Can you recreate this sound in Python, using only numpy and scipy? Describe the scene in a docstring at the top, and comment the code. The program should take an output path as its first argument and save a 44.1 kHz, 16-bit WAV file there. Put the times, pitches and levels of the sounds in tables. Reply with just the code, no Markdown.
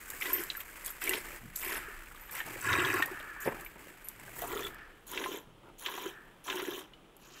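"""Hand milking into a bucket.

A cow is milked by hand, close by, in a quiet tin-walled shed. Each squeeze sends a jet into frothy milk:
random drop impacts and bubbles patter, fizzing noise makes the spray, low resonances make the hollow gulp.
Filtered noise makes the rustle of hands and sleeves, the spits, the thuds on the ground and the still air.
Beating sine pairs make thin bangles tink."""
import sys
import numpy as np
from scipy import signal
from scipy.fft import rfft, irfft
from scipy.io import wavfile
from scipy.ndimage import uniform_filter1d

SR = 44100
rng = np.random.default_rng(int(sys.argv[2]) if len(sys.argv) > 2 else 0)


def pcm_store(signal):
    """Save signal as 16-bit PCM."""
    levels = np.round(np.clip(np.atleast_2d(signal), -1, 1) * 32767)
    wavfile.write(sys.argv[1], SR, levels.astype(np.int16).T)


N = 326340
TIME = np.arange(N) / SR
AGE = np.arange(SR // 4) / SR  # time within one event [s]

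# splash and spray colours per kind of jet: (frequency [Hz], level [dB])
BRIGHT_SPLASH = [(280, -59), (480, -5), (752, -15.5), (859, -15.5), (1090, -1), (1200, -26), (1280, -6),
                 (2070, 5.5), (2860, -2.5), (3070, -5), (3580, -5), (4090, -14), (5500, -11), (7150, -85),
                 (12100, -120)]
BRIGHT_SPRAY = [(2240, -37), (3800, -8), (5690, -14), (7820, -2), (9770, -5), (12400, 3.5), (14900, 0),
                (16000, -37)]
HARD_SPLASH = [(280, -44), (480, -31), (565, -16), (613, -34), (894, -11.5), (971, -9), (1090, 4.5),
               (1210, -8), (1850, -2), (2070, -2.5), (2640, 0), (3510, -21.5), (3810, -4.5), (4130, -48),
               (5500, -46), (7150, -66), (12100, -120)]
HARD_SPRAY = [(2470, -27), (4200, -9), (5650, -12.5), (5940, -9), (6350, -4), (6610, -15), (7860, 0.5),
              (9350, -14), (13200, -4.5), (15000, -7), (16000, -21)]
DEEP_SPLASH = [(480, 10.5), (560, -12), (690, -7), (810, -10.5), (1020, -1.5), (1360, -7), (1550, -16),
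               (1850, -8.5), (2700, -9.5), (3450, -3.5), (3950, -10), (5500, -19.5)]
DEEP_SPRAY = [(2240, -37), (3800, -18), (5230, -18), (6930, -4), (9540, -7), (13800, 4), (16000, 0)]
FULL_SPLASH = [(480, -2), (560, -10.5), (780, -8), (1020, 3.5), (1200, -3.5), (1400, -3.5), (1900, -3.5),
               (2550, -1), (3400, 4.5), (3900, -3.5), (4400, -32), (5500, -9.5)]
FULL_SPRAY = [(2470, -5), (4200, -3.5), (4890, -18), (6720, -1), (8740, -11), (10200, -6), (12000, 0),
              (15000, -5), (16000, 5)]
THIN_SPLASH = [(410, -40), (700, -14), (1150, -6), (2190, -8), (2590, -1), (4800, -10), (6830, -6),
               (9600, -25), (14000, -17), (16000, -31)]
# squeezes: (start [s], build-up [s], length [s], splash [dB], gulp [dB], spray [dB], kind of jet)
SQUIRTS = [ (0.198, 0.036, 0.22, -41.5, -47.5, -43.5, "bright"),
           (0.842, 0.025, 0.039, -46.5, -65, -42, "bright"),
           (1.008, 0.03, 0.17, -41.5, -45.5, -43.5, "bright"),
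           (1.553, 0.17, 0.22, -38.5, -48.5, -42.5, "bright"),
           (2.307, 0.043, 0.088, -41.5, -72, -46, "bright"), (2.605, 0.11, 0.4, -29.5, -41, -45.5, "hard"),
           (3.398, 0.023, 0.072, -55, -61, -47, "bright"), (4.35, 0.085, 0.32, -39.5, -45, -48.5, "deep"),
           (5.064, 0.11, 0.31, -44.5, -45, -49, "full"), (5.781, 0.12, 0.305, -43.5, -51, -50, "full"),
           (6.437, 0.065, 0.36, -42, -45, -49, "full"), (7.189, 0.078, 0.3, -56, -69, -66.5, "thin"), ]
DRUM_HZ = 105  # lowest mode of the bucket's bottom


def squirts():
    """All squeezes; the hard jet also drums the bottom of the bucket."""
    milk = liquid()
    bright = jet(milk, "bright", BRIGHT_SPLASH, BRIGHT_SPRAY, bubbles_db=-7, ring_db=-26)
    hard = jet(milk, "hard", HARD_SPLASH, HARD_SPRAY, bubbles_db=-10, ring_db=-1)
    deep = jet(milk, "deep", DEEP_SPLASH, DEEP_SPRAY, bubbles_db=-5.5, ring_db=2.5)
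    full = jet(milk, "full", FULL_SPLASH, FULL_SPRAY, bubbles_db=-12.5, ring_db=-10)
    thin = jet(milk, "thin", THIN_SPLASH, FULL_SPRAY, bubbles_db=-13, ring_db=-21)

    hits = drops(rate=400, spread_db=3)
    drum = even(resonate(resonate(hits, DRUM_HZ, 22), DRUM_HZ, 45), span_s=0.06)
    drumming = np.zeros(N)
    for start, build, length, _, gulp_db, _, kind in SQUIRTS:
        if kind == "hard":
            drumming += undb(gulp_db) * envelope(start, build, length, rise_db=14, sag_db_per_s=48, release=0.2)
    return bright + hard + deep + full + thin + undb(0.5) * drum * drumming


# air resonances of the bucket: (frequency [Hz], width [Hz], level [dB])
BUCKET = [(985, 33, 3.5), (1404, 81, 11), (1660, 110, 9), (1920, 120, 4), (3200, 250, -33)]


def jet(textures, kind, splash_colour, spray_colour, bubbles_db, ring_db):
    """Drops patter, ring the bucket, shake the hollow and throw spray; all but the hard jet sputter."""
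    patter, bubbles, gulp, mist = textures
    splash_gain, gulp_gain, spray_gain = squeezes(kind)
    patter = patter + undb(bubbles_db) * bubbles
    ring = sum(undb(db) * resonate(patter, hz, width) for hz, width, db in BUCKET)
    splash = even(colour(patter + undb(ring_db) * ring, splash_colour), span_s=0.022)
    spray = even(colour(mist, spray_colour), span_s=0.03)
    strength = 1 if kind == "hard" else sputter()
    return strength * (splash_gain * splash + gulp_gain * gulp) + spray_gain * spray


# splash builds with the squeeze and sags as the teat empties
SPLASH_RISE_DB, SPLASH_SAG_DB_PER_S, SPLASH_RELEASE_S = 7.5, 14, 0.23
# the hollow reaches its level DIG_S after the splash, once the jet has dug it
DIG_S, GULP_RISE_DB, GULP_SAG_DB_PER_S, GULP_RELEASE_S = 0.04, 12, 8, 0.15
# spray flies as soon as the teat opens
SPRAY_ATTACK_S, SPRAY_SAG_DB_PER_S, SPRAY_RELEASE_S = 0.013, 2.5, 0.16


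def squeezes(kind):
    """Gain curves of splash, hollow and spray for all squeezes with one kind of jet."""
    splash, gulp, spray = np.zeros((3, N))
    for start, build, length, splash_db, gulp_db, spray_db, row_kind in SQUIRTS:
        if row_kind != kind:
            continue
        splash += undb(splash_db) * envelope(start, build, length, SPLASH_RISE_DB,
                                             SPLASH_SAG_DB_PER_S, SPLASH_RELEASE_S)
        gulp += undb(gulp_db) * envelope(start, build + DIG_S, length, GULP_RISE_DB,
                                         GULP_SAG_DB_PER_S, GULP_RELEASE_S)
        spray += undb(spray_db) * envelope(start, SPRAY_ATTACK_S, length, 0,
                                           SPRAY_SAG_DB_PER_S, SPRAY_RELEASE_S)
    return splash, gulp, spray


SPUTTER_PER_S, SPUTTER_DB = 26, 2.6  # random steps per second; spread of the steps


def sputter():
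    """Gain of a jet whose strength wavers at random; mean power 1."""
    size = int(SR / SPUTTER_PER_S)
    steps = np.repeat(rng.standard_normal(N // size + 1), size)
    return unit(undb(SPUTTER_DB * uniform_filter1d(steps, size // 2)[:N]))


# air resonances of the dug hollow: (frequency [Hz], width [Hz], level [dB])
HOLLOW = [(308, 24, -3), (364, 36, 3), (423, 90, -22)]


def liquid():
    """Raw textures of a jet hitting milk: patter of drops, bubbles, gulping hollow, fizzing mist."""
    impacts = unit(drops(rate=900, spread_db=3.2))
    patter = flicker(unit(impacts + scatter(impacts, t60=0.037)), rate=80, depth_db=5)
    # the sides of the bucket throw the drops back
    patter = walls(patter, t60=0.04, wet_db=-8)
    bubbles = froth(low_hz=649.4, high_hz=4030, cycles=32, spread_db=2, count=2600)

    surges = drops(rate=220, spread_db=4)
    hollow = sum(undb(db) * resonate(surges, hz, width) for hz, width, db in HOLLOW)
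    gulp = resonate(hollow, hz=390, width=600)

    fizz = froth(low_hz=4500, high_hz=15500, cycles=70, spread_db=4, count=8000)
    fine = fizz + 0.7 * scatter(impacts, t60=0.012) + 0.7 * impacts
    mist = flicker(fine, rate=60, depth_db=3.5, count=24)
    return unit(patter), bubbles, even(gulp, span_s=0.032), even(mist, span_s=0.091)


# biggest drops: (time [s], level before trim [dB], pitch [Hz], ring t60 before scaling [s],
# splatter relative to ring before scaling [dB])
SPLATS = [(0.211, -24, 2290, 0.063, -19), (0.221, -24, 2066, 0.084, 2), (0.256, -19.5, 1955, 0.051, -8),
          (0.304, -22.5, 1040, 0.037, -11), (0.501, -9, 3930, 0.01, -15), (0.551, -25, 1690, 0.036, -12),
          (0.577, -31, 1350, 0.04, -13), (0.604, -28, 2200, 0.025, -7), (1.018, -30, 1690, 0.027, 4.5),
          (1.075, -13.5, 2255, 0.03, -12.5), (1.094, -16, 2740, 0.02, -26), (1.11, -15, 1966, 0.026, -22),
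          (1.134, -19.5, 2674, 0.034, 1), (1.726, -31, 2060, 0.033, -2), (2.158, -40.5, 3200, 0.0083, 0),
          (2.294, -33, 1700, 0.04, -3), (2.403, -23, 1800, 0.058, -3), (2.688, -17, 1428, 0.08, -22),
          (2.941, -25, 1700, 0.052, -13), (3.023, -14, 1822, 0.12, -1), (3.2, -40.5, 3250, 0.025, 1.5),
          (3.662, -26, 2280, 0.022, -12), (4.421, -24.5, 685, 0.026, -14), (4.438, -25, 692, 0.066, -10),
          (4.574, -30, 3360, 0.031, -4), (4.622, -29, 1800, 0.05, -7), (4.649, -23, 3410, 0.042, -22),
          (4.667, -25, 3360, 0.028, -11), (5.175, -22.5, 2660, 0.032, -1.5), (5.239, -23.5, 1945, 0.035, 2),
          (5.26, -26, 1029, 0.11, -3), (5.861, -20.5, 3080, 0.032, -3), (5.884, -26, 1040, 0.035, -5),
          (5.977, -27, 980, 0.057, -4.5), (6.481, -26, 1020, 0.1, 1), (6.5, -29, 2580, 0.025, 5.5),
          (6.598, -29.5, 1880, 0.045, 1), (6.934, -41.5, 2930, 0.062, -2.5)]


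def splats():
    """A big drop cracks the surface, rings a bubble and scatters splatter around the same pitch."""
    out = np.zeros(N)
    onset = 1 - np.exp(-AGE / 0.00077)
    for s, db, hz, t60, splatter_db in SPLATS + small_drops():
        burst = rng.standard_normal(len(AGE)) * (fade(0.06) + 1.2 * fade(0.0079))
        # the foam swallows the top of the splatter
        splatter = colour(resonate(burst, hz, 0.51 * hz), [(750, -5), (3700, -2.5), (4700, -12.5), (7000, -11)])
        splatter *= 2.12 / np.abs(splatter).max()
        ring = bubble(hz, 0.99 * t60, rise=0.067)
        add(out, s, undb(db - 5.5) * (ring + undb(splatter_db) * splatter) * onset)
    return out


# level over the splash, before the trim in splats(); median pitch
DROP_DB, DROP_SPREAD_DB = 8, 2.5
DROP_HZ, DROP_SPREAD_OCTAVES, DROP_T60_S, DROP_SPLATTER_DB = 1800, 0.55, 0.033, -6


def small_drops(count=5):
    """Lesser drops fall at random once a squirt has built up, louder where its splash is louder."""
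    rows = []
    for start, build, length, splash_db, *_ in SQUIRTS:
        shares = rng.random(count)
        sizes, pitches = rng.standard_normal((2, count))
        for share, size, pitch in zip(shares, sizes, pitches):
            when = start + build + (length - build) * share
            level_db = splash_db + DROP_DB + DROP_SPREAD_DB * size
            hz = DROP_HZ * 2 ** (DROP_SPREAD_OCTAVES * pitch)
            rows.append((when, level_db, hz, DROP_T60_S, DROP_SPLATTER_DB))
    return rows


# loudest collapses of the hollow: (time [s], level before trim [dB], pitch [Hz])
GULPS = [(0.392, -37, 342), (1.091, -31, 357), (1.882, -42.5, 402), (3.113, -37.5, 364), (4.557, -30, 400),
         (5.288, -37.5, 393), (6.059, -32.5, 375), (6.625, -32.5, 373), (6.683, -32, 353)]


def gulps():
    """Large air pockets swell and ring low, climbing slightly in pitch."""
    out = np.zeros(N)
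    onset = 1 - np.exp(-AGE / 0.0022)
    for s, db, hz in GULPS + collapses():
        add(out, s, undb(db + 5.5) * bubble(hz, t60=0.063, rise=0.073) * onset)
    return out


# level over the hollow, before the trim in gulps(); median pitch
COLLAPSE_DB, COLLAPSE_SPREAD_DB, COLLAPSE_HZ, COLLAPSE_SPREAD_OCTAVES = 3, 5, 373, 0.099


def collapses(count=5):
    """The dug hollow caves in a few times, unevenly spaced, until the squeeze ends."""
    rows = []
    for start, build, length, _, gulp_db, _, _ in SQUIRTS:
        share = (np.arange(count) + rng.random(count)) / count
        size, pitch = rng.standard_normal((2, count))
        dug = min(build + DIG_S, length / 2)
        when = start + dug + share * (length - dug)
        level_db = gulp_db + COLLAPSE_DB + COLLAPSE_SPREAD_DB * size
        rows += zip(when, level_db, COLLAPSE_HZ * 2 ** (COLLAPSE_SPREAD_OCTAVES * pitch))
    return rows


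# air spits: (time [s], level before trim [dB])
SPITS = [(0.1022, -22), (0.437, -23), (0.8613, -21), (1.04, -19.5), (1.0932, -12.5), (1.56, -18.5),
         (1.6474, -23.5), (1.685, -32), (2.3516, -23.5), (2.463, -33), (2.94, -23.5), (3.025, -25),
         (3.0592, -24.5), (3.199, -41), (3.6092, -33), (4.0856, -22.5), (4.39, -28.5), (4.419, -26),
         (4.7447, -40), (5.1153, -27.5), (6.557, -28), (7.1666, -43.5)]
SPIT_T60_S = 0.036


def spits():
    """Air spits out with the milk: short bright noise bursts with a fast and a slower decay."""
    out = np.zeros(N)
    for s, db in SPITS:
        burst = unit(colour(rng.standard_normal(len(AGE)), BRIGHT_SPRAY))
        add(out, s, undb(db - 15) * burst * (fade(SPIT_T60_S) + 1.8 * fade(0.0084)))
    return out


# bangles touch: (time [s], level before trim [dB], pitch [Hz], t60 [s])
TINKS = [(0.3313, -21.5, 13310, 0.16), (.569, -35.5, 13300, 0.12), (0.604, -33.5, 13400, 0.026),
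         (.904, -37, 13000, 0.056), (2.21, -47, 12060, 0.14), (2.254, -51, 13000, 0.17),
         (3.648, -41, 12100, 0.069), (3.664, -50, 13880, 0.18), (4.044, -44.5, 11800, 0.27)]


def bangles():
    """Thin metal rings: a noisy click with a close pair of beating modes."""
    out = np.zeros(N)
    for s, db, hz, t60 in TINKS:
        modes = np.sin(2 * np.pi * hz * AGE) + 0.19 * np.sin(2 * np.pi * (hz + 270) * AGE)
        click = unit(resonate(rng.standard_normal(len(AGE)), hz, 1500)) * fade(0.069)
        add(out, s, undb(db - 0.5) * (modes * fade(t60) + 0.5 * click))
    return out


# dull thuds: (time [s], peak before trim [dB], t60 [s])
THUDS = [(3.457, -25.5, 0.14), (3.475, -18, 0.058), (3.486, -25, 0.094), (3.522, -28.5, 0.052),
         (3.545, -36, 0.053), (3.758, -39, 0.07)]
# thud colour: (frequency [Hz], level [dB])
THUD_COLOUR = [(29, -39), (50, -10.5), (427, 2.5), (768, -8), (940, -1), (1460, -18), (1720, -5),
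               (1960, -13), (2620, -16), (4000, -37), (5200, -69), (8800, -120)]


def thuds():
    """A soft heavy blow on the ground: a short push with a gritty noise tail."""
    out = np.zeros(N)
    for s, db, t60 in THUDS:
        push = fade(0.0006) + 0.95 * rng.standard_normal(len(AGE)) * fade(t60)
        blow = colour(push, THUD_COLOUR)
        add(out, s, undb(db - 1) * blow / np.abs(blow).max())
    return out


# colours of rubbing, rustle and crackle: (frequency [Hz], level [dB])
RUB_COLOUR = [(130, -45.5), (220, 0.5), (339, 12.5), (488, 1.5), (1010, 0.5), (1120, -7.5), (1400, 6.5),
              (1820, -32.5), (3080, -120)]
RUSTLE_COLOUR = [(900, -2.5), (1400, 5.5), (2200, 5), (2800, -1.5), (3600, -11), (5200, -13.5)]
CRACKLE_COLOUR = [(4200, -17), (6400, -4), (7900, 2.5), (9500, -3.5), (12500, 1.5), (15600, -2)]
# sleeve noise with the hands at rest: (time [s], rustle level [dB], crackle level [dB])
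SLEEVES = [(0, -52.5, -53.5), (1.35, -54, -58), (1.45, -58, -61.5), (1.6, -54.5, -61.5), (2.6, -54.5, -59),
           (3.3, -57, -64.5), (3.8, -59, -64), (4.27, -57, -61.5), (4.33, -56, -58.5), (4.7, -62.5, -65),
           (4.79, -57, -77), (5.0, -68, -74), (5.5, -74, -87), (6.2, -68.5, -74), (7.0, -71, -87)]
SLEEVE_FOLLOW = 0.46  # dB of sleeve noise per dB of rubbing
# feet and knees shift: (start [s], length [s], level [dB])
BUMPS = [(1.41, 0.044, -49.5), (2.436, 0.23, -69), (4.15, 0.58, -64.5), (5.457, 0.072, -63)]
# low rumble: (time [s], level [dB])
RUMBLE = [(0, -60.5), (1.15, -57), (2.0, -53), (2.35, -61.5), (3.4, -61.5), (3.6, -58), (4.0, -66),
          (4.65, -53.5), (5.2, -70), (7.4, -75)]


def handling():
    """Skin and cloth slide in tiny slips while the foam settles; feet and knees shuffle below."""
    stir = stirring()
    rustle_gain, crackle_gain = gains(SLEEVES) * (stir / undb(IDLE_RUB_DB)) ** SLEEVE_FOLLOW
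    slips = scatter(drops(rate=1000, spread_db=4), t60=0.035)
    foam = slips + undb(-12) * froth(low_hz=501.6, high_hz=3363, cycles=24, spread_db=4, count=1100)
    rub = stir * even(colour(foam, RUB_COLOUR), span_s=0.05)
    rustle = rustle_gain * even(colour(foam, RUSTLE_COLOUR), span_s=0.051)
    crackle = crackle_gain * even(colour(slips, CRACKLE_COLOUR), span_s=0.082)

    bump_gain = undb(-10) * stir
    for start, length, db in BUMPS:
        bump_gain += undb(db) * envelope(start, 0.03, length, rise_db=1, sag_db_per_s=0, release=0.35)
    low_noise = colour(rng.standard_normal(N), [(80, -4), (120, 5.5), (160, -1.5), (240, -4.5)])
    bump = bump_gain * even(low_noise, span_s=0.045)
    deep_noise = colour(rng.standard_normal(N), [(20, -1.5), (38, -3), (80, -19)])
    rumble = gains(RUMBLE)[0] * even(deep_noise, span_s=0.28)
    return rub + rustle + crackle + bump + rumble


# a hand shifts its grip: (start [s], length [s], rubbing level [dB])
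GRIPS = [(0.076, 0.11, -58), (0.746, 0.093, -64), (1.228, 0.13, -54.5), (2.445, 0.14, -49.5),
         (3.504, 0.12, -52), (3.779, 0.13, -59.5), (4.188, 0.3, -59), (5.623, 0.077, -55.5)]
GRIP_ATTACK_S, GRIP_RELEASE_S = 0.036, 0.14
IDLE_RUB_DB = -67
SETTLE_DB, SETTLE_T60_S = -17.5, 1.2  # settling foam, level relative to the splash


def stirring():
    """Gain of the rubbing: steady trace, swell at each grip, foam slowly settling after each squirt."""
    grips = [undb(db) * envelope(start, GRIP_ATTACK_S, length, 0, 0, GRIP_RELEASE_S)
             for start, length, db in GRIPS]
    settling = [undb(db + SETTLE_DB) * envelope(start, build, length, SPLASH_RISE_DB, 0, SETTLE_T60_S)
                for start, build, length, db, *_ in SQUIRTS]
    return np.sqrt(undb(IDLE_RUB_DB) ** 2 + sum(gain ** 2 for gain in grips + settling))


# soft narrow hiss: (start [s], length [s], level [dB])
HISS = [(1.758, 0.13, -47.5), (3.052, 0.45, -46.5), (4.675, 0.15, -54), (6.07, 0.11, -54.5)]
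# still outdoor air: (frequency [Hz], level [dB])
YARD = [(15, -5), (25, 9.5), (92, -12), (153, 0), (217, -3.5), (451, -2.5), (641, -8.5), (1290, -10),
        (1700, -25), (3080, -11.5), (4610, -28), (11900, -28), (14800, -42), (16000, -17)]
YARD_DB = -60.5


def background():
    """Still air, and a soft narrow hiss that comes and goes."""
    hiss_colour = [(1300, -4), (1470, -5.5), (1750, 0.5), (1900, -6), (2030, -27), (2300, -12.5)]
    hiss = unit(colour(rng.standard_normal(N), hiss_colour))
    swell = sum(undb(db) * envelope(start, 0.074, length, rise_db=4, sag_db_per_s=-1, release=0.75)
                for start, length, db in HISS)
    air = unit(colour(rng.standard_normal(N), YARD))
    return hiss * swell + undb(YARD_DB) * air


def drops(rate, spread_db):
    """Random impacts of uneven size, rate per second."""
    hits = rng.random(N) < rate / SR
    return hits * rng.choice([-1, 1], N) * undb(spread_db * rng.standard_normal(N))


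def scatter(impacts, t60):
    """Every impact bursts into its own short random splash."""
    keep = np.exp(-2 * np.log(1000) / (max(t60, 1e-3) * SR))
    power = signal.lfilter([1], [1, -keep], impacts ** 2 + 1e-18)
    return unit(np.sqrt(power) * rng.standard_normal(N))


def bubble(hz, t60, rise):
    """A ringing air pocket whose pitch climbs as it nears the surface."""
    return np.sin(2 * np.pi * hz * (AGE + rise * AGE ** 2 / max(t60, 1e-3) / 2)) * fade(t60)


def froth(low_hz, high_hz, cycles, spread_db, count):
    """Small bubbles of all sizes, each falling 60 dB in the given cycles as its pitch climbs slightly."""
    out = np.zeros(N)
    for when, size, loud in rng.random((count, 3)):
        hz = low_hz * (high_hz / low_hz) ** size
        turns = hz * AGE[:int(cycles / hz * SR) + 2]
        decay = np.exp(-np.log(1000) * turns / cycles)
        ring = np.sin(2 * np.pi * turns * (1 + 0.071 * turns / cycles)) * decay
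        i = int(when * (N - len(ring)))
        # many faint bubbles, few loud ones
        out[i:i + len(ring)] += ring * (loud + 0.01) ** (-spread_db * np.log(10) / 20)
    return unit(out)


def flicker(x, rate, depth_db, count=12):
    """Each band swells and sinks on its own as the liquid changes shape."""
    size = int(SR / rate)
    spectrum = rfft(x)
    place = np.linspace(0, 1, len(spectrum)) ** 0.5 * (count - 1)
    out = 0
    for k in range(count):
        steps = np.repeat(rng.standard_normal(N // size + 1), size)
        walk = uniform_filter1d(steps, size)[:N]
        band = irfft(spectrum * np.maximum(1 - np.abs(place - k), 0), N)
        out = out + band * undb(depth_db * walk)
    return out


def walls(x, t60, wet_db):
    """Direct sound plus dense reflections from near walls."""
    tail = rng.standard_normal(len(AGE)) * fade(t60)
    return x + undb(wet_db) * signal.fftconvolve(x, tail / np.linalg.norm(tail))[:N]


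def envelope(start, attack, length, rise_db, sag_db_per_s, release):
    """Gain curve: opens, climbs by rise_db, sags, then also falls 60 dB in the release time."""
    out = np.zeros(N)
    span = slice(*np.searchsorted(TIME, [start, start + length + release]))
    age = TIME[span] - start
    db = -rise_db * np.maximum(1 - age / attack, 0) - sag_db_per_s * np.maximum(age - attack, 0)
    db = db - 60 * np.maximum(age - length, 0) / release
    out[span] = undb(db) * np.minimum(2 * age / attack, 1)
    return out


def even(x, span_s):
    """A steady flow: rms near 1 over each short span, while single drops still stand out."""
    size = int(span_s * SR) + 1
    power = uniform_filter1d(uniform_filter1d(x ** 2, size), size)
    return x / np.sqrt(power + 1e-4 * np.mean(x ** 2))


def colour(x, points):
    """Causal minimum-phase filter through (Hz, dB) points, falling steeply beyond its ends."""
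    size = 4096
    hz, db = np.transpose(points)
    octave = np.log2(np.maximum(np.arange(size // 2 + 1) * SR / size, 1))
    outside = np.abs(octave - np.clip(octave, np.log2(hz[0]), np.log2(hz[-1])))
    curve_db = np.interp(octave, np.log2(hz), db) - np.minimum(40 * outside, 50)
    cepstrum = irfft(np.log(undb(curve_db)))
    # folding the cepstrum makes the filter causal
    cepstrum[1:size // 2] *= 2
    cepstrum[size // 2 + 1:] = 0
    return signal.fftconvolve(x, irfft(np.exp(rfft(cepstrum))))[:len(x)]


def resonate(x, hz, width):
    """Two-pole band-pass, gain 1 at the centre."""
    hz = min(hz, SR / 2 - 2000)
    return signal.lfilter(*signal.iirpeak(hz, hz / min(width, SR / 4), fs=SR), x)


def gains(table):
    """Gain curves from the dB columns of a table."""
    s, *columns = np.transpose(table)
    return np.array([undb(np.interp(TIME, s, c)) for c in columns])


def fade(t60):
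    """Exponential decay of one event."""
    return np.exp(-np.log(1000) * AGE / max(t60, 1e-3))


def add(out, s, sound):
    """Mix a sound in at time s."""
    i = int(np.clip(s * SR, 0, N - 1))
    out[i:i + len(sound)] += sound[:N - i]


def undb(db):
    """Decibels to gain."""
    return 10 ** (np.asarray(db) / 20)


def unit(x):
    """Scale to rms 1."""
    return x / np.sqrt(np.mean(x ** 2))


def scene():
    """Milk, bangles and thuds, answered faintly by the tin walls; handling and background stay dry."""
    near = squirts() + splats() + gulps() + spits() + bangles() + thuds()
    shed = walls(near, t60=0.2, wet_db=-14)
    return (shed + handling() + background())[None]


TOP_HZ = 15600


def record(dry):
    """Steep elliptic low-pass at TOP_HZ."""
    return signal.sosfilt(signal.ellip(10, 0.2, 70, TOP_HZ, fs=SR, output="sos"), dry)


dry = scene()
out = record(dry)
pcm_store(out)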